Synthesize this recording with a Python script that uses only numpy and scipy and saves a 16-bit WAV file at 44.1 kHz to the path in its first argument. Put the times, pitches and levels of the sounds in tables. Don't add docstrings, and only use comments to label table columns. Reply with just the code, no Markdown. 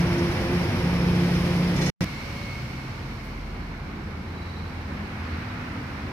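import sys
import numpy as np
from scipy import signal
from scipy.fft import rfft, irfft, next_fast_len
from scipy.io import wavfile

SR = 44100
rng = np.random.default_rng(int(sys.argv[2]) if len(sys.argv) > 2 else 0)


def output_pcm(signal):
    pcm = np.clip(np.atleast_2d(signal).T, -1, 1) * 32767
    wavfile.write(sys.argv[1], SR, np.round(pcm).astype(np.int16))


N = 269892
FFT_SIZE = next_fast_len(N, True)


def from_db(db):
    return 10 ** (np.asarray(db) / 20)


def unit_level(x):
    return x / np.sqrt(np.mean(x ** 2) + 1e-20)


def seconds():
    return np.arange(N) / SR


def frequencies():
    return np.maximum(np.fft.rfftfreq(FFT_SIZE, 1 / SR), 1)


def over_time(rows):
    times, values = np.transpose(rows)
    return np.interp(seconds(), times, values)


def over_frequency(rows):
    hz, values = np.transpose(rows)
    return np.interp(np.log(frequencies()), np.log(hz), values)


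def drift(rate):
    step, warm_up = 40, 2000
    keep = np.exp(-2 * np.pi * step * rate / SR)
    noise = rng.standard_normal(N // step + warm_up + 2)
    slow = signal.lfilter([1], [1, -2 * keep, keep * keep], noise)[warm_up:]
    return np.interp(np.arange(N) / step, np.arange(len(slow)), unit_level(slow))


def swells(rows):
    return sum(from_db(db) * np.exp(-((seconds() - peak_s) / half_s) ** 2) for peak_s, db, half_s in rows)


def bursts(rows, rise_s, fade_s):
    power = 0
    for start_s, db in rows:
        age = np.maximum(seconds() - start_s, 0)
        rise = 1 - np.exp(-age / rise_s)
        decay = np.exp(-np.log(1000) * age / fade_s)
        power += (from_db(db) * rise * decay) ** 2
    return np.sqrt(power)


def tone(hz, level_db, waver_db, waver_rate):
    phase = 2 * np.pi * (np.cumsum(hz * np.ones(N)) / SR + rng.random())
    return np.sqrt(2) * np.sin(phase) * from_db(level_db + waver_db * drift(waver_rate))


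# f/Hz, level/dB
STEREO_WIDTH = [(50, -25), (110, -23.5), (200, -20), (380, -11), (700, -6), (1300, -4.5), (2400, -1.5),
                (4400, 0), (8000, 1), (15000, -2.5)]
# delay on the left/s, extra width/dB, left minus right/dB
WALL_ARRIVAL = (-0.00012, -1.3, 0.33)
SHED_ARRIVAL = (0.00006, 2.36, -1.2)
def stereo_noise(colour, arrival):
    delay_s, width_db, pan_db = arrival
    hz, sides = frequencies(), np.array([[1], [-1]])
    width = from_db(np.minimum(over_frequency(STEREO_WIDTH) + width_db, 0))
    shared, different = rfft(rng.standard_normal((2, FFT_SIZE)))
    channels = (shared + width * different * sides) / np.sqrt(1 + width ** 2)
    pan = from_db(0.5 * sides * pan_db * hz / (hz + 700))
    delay = np.exp(-1j * np.pi * hz * delay_s * sides)
    return unit_level(irfft(channels * colour * pan * delay)[:, :N])


def airy_noise(spectrum, level_db, arrival, flutter_db, flutter_rate):
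    hz = frequencies()
    lowest_hz, highest_hz = spectrum[0][0], spectrum[-1][0]
    band = 1 / (1 + (lowest_hz / hz) ** 12 + (hz / highest_hz) ** 12)
    noise = stereo_noise(from_db(over_frequency(spectrum)) * band, arrival)
    return noise * from_db(level_db + flutter_db * drift(flutter_rate))


def ringing_noise(modes, gain, arrival=SHED_ARRIVAL):
    hz = frequencies()
    power = sum(from_db(db) ** 2 / width / (1 + ((hz - centre) / width) ** 2) ** 2
                for centre, width, db in modes)
    return stereo_noise(np.sqrt(power), arrival) * gain


# f/Hz, relative level/dB
SHED_RUMBLE = [(30, -16), (50, -9), (70, 0), (100, -3.5), (125, -6), (155, -3), (190, -8), (260, -9),
               (340, -12.5), (440, -17), (550, -18), (700, -33)]
SHED_RUSH = [(350, -9.5), (600, -9), (648, -3), (860, -2), (1040, -2.5), (1460, -3.5), (2000, -7.5),
             (2180, -4), (2500, -11), (3200, -20), (4160, -19.5), (7040, -120)]
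SHED_HISS = [(1650, -1.5), (2800, 0), (3530, -7), (3830, -5), (4300, -4.5), (5460, -6), (6640, -15.5),
             (8080, -19.5), (8750, -18), (10200, -22), (11000, -20.5), (13300, -20.5), (15100, -24),
             (15900, -32)]
# t/s, level/dB
TRAFFIC_LEVEL = [(2.05, -40.5), (3.45, -43.5), (5.15, -41), (6.1, -39.5)]
SHED_HISS_LEVEL = [(2.05, -43), (2.42, -43.5), (2.75, -46.5), (3.8, -53), (5.25, -50), (6.1, -50)]
def traffic_and_hiss():
    rush_db = over_time(TRAFFIC_LEVEL)
    rumble_db = -36 + 0.58 * (rush_db - rush_db.mean())
    hiss_db = over_time(SHED_HISS_LEVEL)
    rumble = airy_noise(SHED_RUMBLE, rumble_db, SHED_ARRIVAL, flutter_db=0.82, flutter_rate=9.8)
    rush = airy_noise(SHED_RUSH, rush_db, SHED_ARRIVAL, flutter_db=0.5, flutter_rate=12)
    hiss = airy_noise(SHED_HISS, hiss_db, SHED_ARRIVAL, flutter_db=0, flutter_rate=9.6)
    return rumble + rush + hiss


# f/Hz, width/Hz, relative level/dB
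DEEP_BANDS = [(1320, 380, -2), (1980, 700, 0)]
# t/s, level/dB, half length/s
DEEP_SWELL = [(5.45, -42, 0.65)]
def deep_rush():
    return ringing_noise(DEEP_BANDS, swells(DEEP_SWELL))


# f/Hz, width/Hz, relative level/dB
BOOM_MODES = [(62, 15, -3), (98, 23, -0.5), (219, 56, -4.5)]
# t/s, level/dB, half length/s
BOOM_SWELL = [(2.53, -39.5, 0.55)]
def door_boom():
    return ringing_noise(BOOM_MODES, swells(BOOM_SWELL))


# t/s, level/dB, half length/s
DRONE_SWELL = [(2.4, -48.5, 0.19)]
def far_machine():
    hz = 565 * (1 + 0.025 * drift(18))
    return tone(hz, 0, waver_db=1.5, waver_rate=15) * swells(DRONE_SWELL)


# t/s, level/dB
SCUFFS = [(2.345, -57), (3.234, -51)]
def scuffs():
    colour_db = over_frequency([(1500, -35), (6000, -7), (13000, 3), (16000, -4)])
    grit = stereo_noise(from_db(colour_db), SHED_ARRIVAL)
    return grit * bursts(SCUFFS, rise_s=0.018, fade_s=0.21)


# t/s, relative level/dB
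PIPS = [(4.347, -55.5), (4.382, -51), (4.429, -50), (4.463, -54.5), (4.5, -50.5), (4.537, -54.5),
        (4.569, -52), (4.592, -51.5), (4.645, -56.5), (4.667, -58)]
# f/Hz, width/Hz, relative level/dB
ECHO_MODES = [(3905, 42, -0.5), (4130, 60, -7), (4400, 100, -1.5)]
# t/s, level/dB, half length/s, f/Hz, width/Hz
TWITTERS = [(5.3, -59, 0.09, 4330, 220), (5.08, -62, 0.06, 4200, 200), (5.37, -56, 0.09, 4100, 400),
            (5.47, -63, 0.08, 4830, 80), (5.51, -58, 0.06, 3810, 70)]
def bird(pip_hz=3940, pip_half_s=0.011, trill_db=-1.5):
    voice = tone(pip_hz * (1 + 0.002 * drift(51)), trill_db, waver_db=1, waver_rate=40)
    pips = voice * swells([(peak_s, db, pip_half_s) for peak_s, db in PIPS])
    twitter = sum(ringing_noise([(hz, width, 0)], swells([(peak_s, db, half_s)]))
                  for peak_s, db, half_s, hz, width in TWITTERS)
    echo_gain = from_db(trill_db) * bursts(PIPS, rise_s=0.028, fade_s=0.65)
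    return pips + ringing_noise(ECHO_MODES, echo_gain) + twitter


# f/Hz, width/Hz, relative level/dB
SQUEAL_MODES = [(2198, 32, 9.5), (2120, 28, 7), (2295, 35, 4), (4200, 39, -3.5), (4350, 40, -1.5)]
# t/s, level/dB, half length/s
SQUEAL_NOTES = [(2.12, -50, 0.06), (2.40, -47.5, 0.045), (2.5, -43, 0.065), (2.575, -47.5, 0.04),
                (2.7, -49.5, 0.03), (2.82, -52, 0.08), (3.3, -55, 0.035)]
def squeal(start_s, fade_db_per_s=9):
    age = np.maximum(seconds() - start_s, 0)
    ring_db = -44.5 - fade_db_per_s * age + drift(9)
    ring_gain = from_db(ring_db) + from_db(-62)
    hz = 2188 * (1 + 0.002 * drift(35))
    note = tone(hz, 0, waver_db=0.6, waver_rate=27)
    octave = tone(2 * hz, -18, waver_db=1, waver_rate=25)
    return ringing_noise(SQUEAL_MODES, ring_gain) + (note + octave) * swells(SQUEAL_NOTES)


# t/s, f/Hz
CRANK_SPEED = [(2.05, 41.73), (2.5, 41.78), (2.75, 43.54), (3.55, 43.17), (4.2, 41.76), (6.1, 41.1)]
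# multiple of the speed, base level/dB, t/s, swell level/dB, half length/s
ENGINE_TONES = [(1, -53, 3.44, -39, 0.45), (2, -47, 4.7, -40.5, 0.8), (2.5, -54, 5.62, -42, 0.48),
                (3, -62, 2.74, -38.5, 0.5), (4.5, -60, 4.15, -46, 0.23), (5, -48, 5.08, -44.5, 0.22),
                (6, -72, 5.58, -42.5, 0.57), (7, -65, 5.95, -46.5, 0.45)]
def engine():
    crank_hz = over_time(CRANK_SPEED) * (1 + 0.008 * drift(6.9))
    idle = 0
    for multiple, base_db, *crest in ENGINE_TONES:
        gain = from_db(base_db) + swells([crest])
        idle += gain * tone(multiple * crank_hz, 0, waver_db=1.5, waver_rate=7)
    return idle


# t/s, level/dB
TICKS = [(0.004, -39), (0.181, -37), (0.192, -37), (1.35, -39)]
# f/Hz, width/Hz, relative level/dB
TICK_BAND = [(5500, 730, 0)]
def ticks():
    return ringing_noise(TICK_BAND, bursts(TICKS, rise_s=0.001, fade_s=0.06), WALL_ARRIVAL)


# f/Hz, width/Hz, relative level/dB
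STUTTER_PITCHES = [(1615, 27, -5), (1938, 28, 3), (2268, 26, 5.5), (2850, 140, -2), (3515, 36, 0),
                   (4180, 50, -1), (4970, 26, -4.5), (5120, 30, -4), (5608, 40, -1.5), (5800, 25, -3),
                   (6310, 60, -0.5), (6600, 45, -13), (6900, 40, -8.5), (7570, 55, -10.5),
                   (8275, 40, -14.5), (8970, 40, -16), (9730, 40, -19), (11000, 900, -22)]
# t/s, level/dB
STUTTER_BURSTS = [(1.758, -33.5), (1.811, -28.5), (1.858, -27), (2.0, -33)]
def stuttering_buzz():
    gain = bursts(STUTTER_BURSTS, rise_s=0.005, fade_s=0.28)
    return ringing_noise(STUTTER_PITCHES, gain, WALL_ARRIVAL)


# f/Hz, relative level/dB
WALL_RUMBLE = [(22, -14), (45, -7.5), (65, -2), (115, -0.7), (165, -4), (220, -6.3), (310, -7),
               (420, -13.5), (520, -12.5), (700, -30)]
WALL_RUSH = [(350, -47), (600, -5.5), (973, -4.5), (1190, -7.5), (1740, -9), (2210, -7), (3200, -19),
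             (4160, -48), (7040, -120)]
WALL_HISS = [(1650, -0.5), (2800, -3), (3190, -2), (3740, -3), (5420, -3.5), (7410, -20), (11400, -14.5),
             (14700, -22), (15900, -30)]
# t/s, relative level/dB
WALL_HISS_SWING = [(0, -0.5), (.75, -1), (1.05, -1.3), (1.4, 0.6), (1.75, -1), (2.04, 2)]
# f/Hz, width/Hz, relative level/dB
HOUSING_MODES = [(2360, 220, 1.95), (5260, 300, -0.45)]
def fan_air():
    rush_db = -32.5 - 1.33 * seconds()
    hiss_db = -39 + over_time(WALL_HISS_SWING)
    rumble = airy_noise(WALL_RUMBLE, -26.5, WALL_ARRIVAL, flutter_db=0.14, flutter_rate=15)
    rush = airy_noise(WALL_RUSH, rush_db, WALL_ARRIVAL, flutter_db=-0.34, flutter_rate=17)
    hiss = airy_noise(WALL_HISS, hiss_db, WALL_ARRIVAL, flutter_db=0.57, flutter_rate=31)
    housing = ringing_noise(HOUSING_MODES, from_db(-47.5), WALL_ARRIVAL)
    return rumble + rush + hiss + housing


# t/s, level/dB
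BLADE_LEVEL = [(0, -24.5), (.28, -27.5), (.39, -44), (.57, -24), (.74, -41), (.86, -24.5), (.96, -26.5),
               (1.08, -21.5), (1.3, -24), (1.47, -27), (1.66, -22), (1.8, -25), (2.04, -25.5)]
# multiple of the pitch, steady level/dB, share of the swells/dB
BLADE_OVERTONES = [(2, -42, 0.5), (3, -47.5, -31)]
# t/s, relative level/dB, half length/s
BUZZ_SWELLS = [(.21, -30.5, 0.11), (.51, -32.5, 0.1), (.78, -36.5, 0.041), (1.18, -31, 0.088),
               (1.35, -34.5, 0.035), (1.485, -34.5, 0.031)]
def fan(left_lead_s=0.0000386):
    t = seconds()
    blade_hz = (175.1 + 0.4 * t) * (1 + 0.0025 * drift(4.6))
    hum = tone(blade_hz, over_time(BLADE_LEVEL), waver_db=1, waver_rate=6.2)
    for multiple, steady_db, share_db in BLADE_OVERTONES:
        gain = from_db(steady_db) + from_db(share_db) * swells(BUZZ_SWELLS)
        overtone_hz = multiple * blade_hz * (1 + 0.00907 * drift(6.4))
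        hum += gain * tone(overtone_hz, 0, waver_db=3, waver_rate=5.1)
    motor_hz = 144.5 * (1 + 0.0052 * drift(4.2))
    hum += tone(motor_hz, level_db=-35 + 2.5 * t, waver_db=0.5, waver_rate=5.5)
    left = from_db(-1.5) * np.interp(t + left_lead_s, t, hum)
    return np.array([left, hum])


# t/s, level/dB, half length/s
CLICK = [(2.0432, -34, 0.0004)]
def scene(wall_end_s=1.902, wall_back_s=2.008, shed_start_s=2.044):
    t = seconds()
    wall = fan() + fan_air() + stuttering_buzz() + ticks()
    shed_background = traffic_and_hiss() + deep_rush() + far_machine() + door_boom()
    shed = shed_background + engine() + squeal(shed_start_s) + bird() + scuffs()
    wall_on = np.clip((wall_end_s - t) / 0.001, 0, 1)
    wall_back = (t >= wall_back_s) & (t < shed_start_s)
    click = rng.standard_normal(N) * swells(CLICK)
    return wall * (wall_on + wall_back) + shed * (t >= shed_start_s) + click


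# f/Hz, left minus right/dB
MIC_BALANCE = [(60, -1), (180, 1), (400, -0.8), (700, 0), (1200, -2.5), (2150, -1.5), (2950, 3.5),
               (4100, -4.5), (5600, -6), (7800, 9.5), (10800, 1), (15000, -12.5)]
def record(dry, cutoff_hz=15750):
    colour = from_db(over_frequency(MIC_BALANCE) * np.array([[0.5], [-0.5]]))
    colour /= np.sqrt(np.mean(colour ** 2, axis=0))
    low_pass = 1 / np.sqrt(1 + (frequencies() / cutoff_hz) ** 160)
    return irfft(rfft(dry, FFT_SIZE) * colour * low_pass)[:, :N]


dry = scene()
out = record(dry)
output_pcm(out)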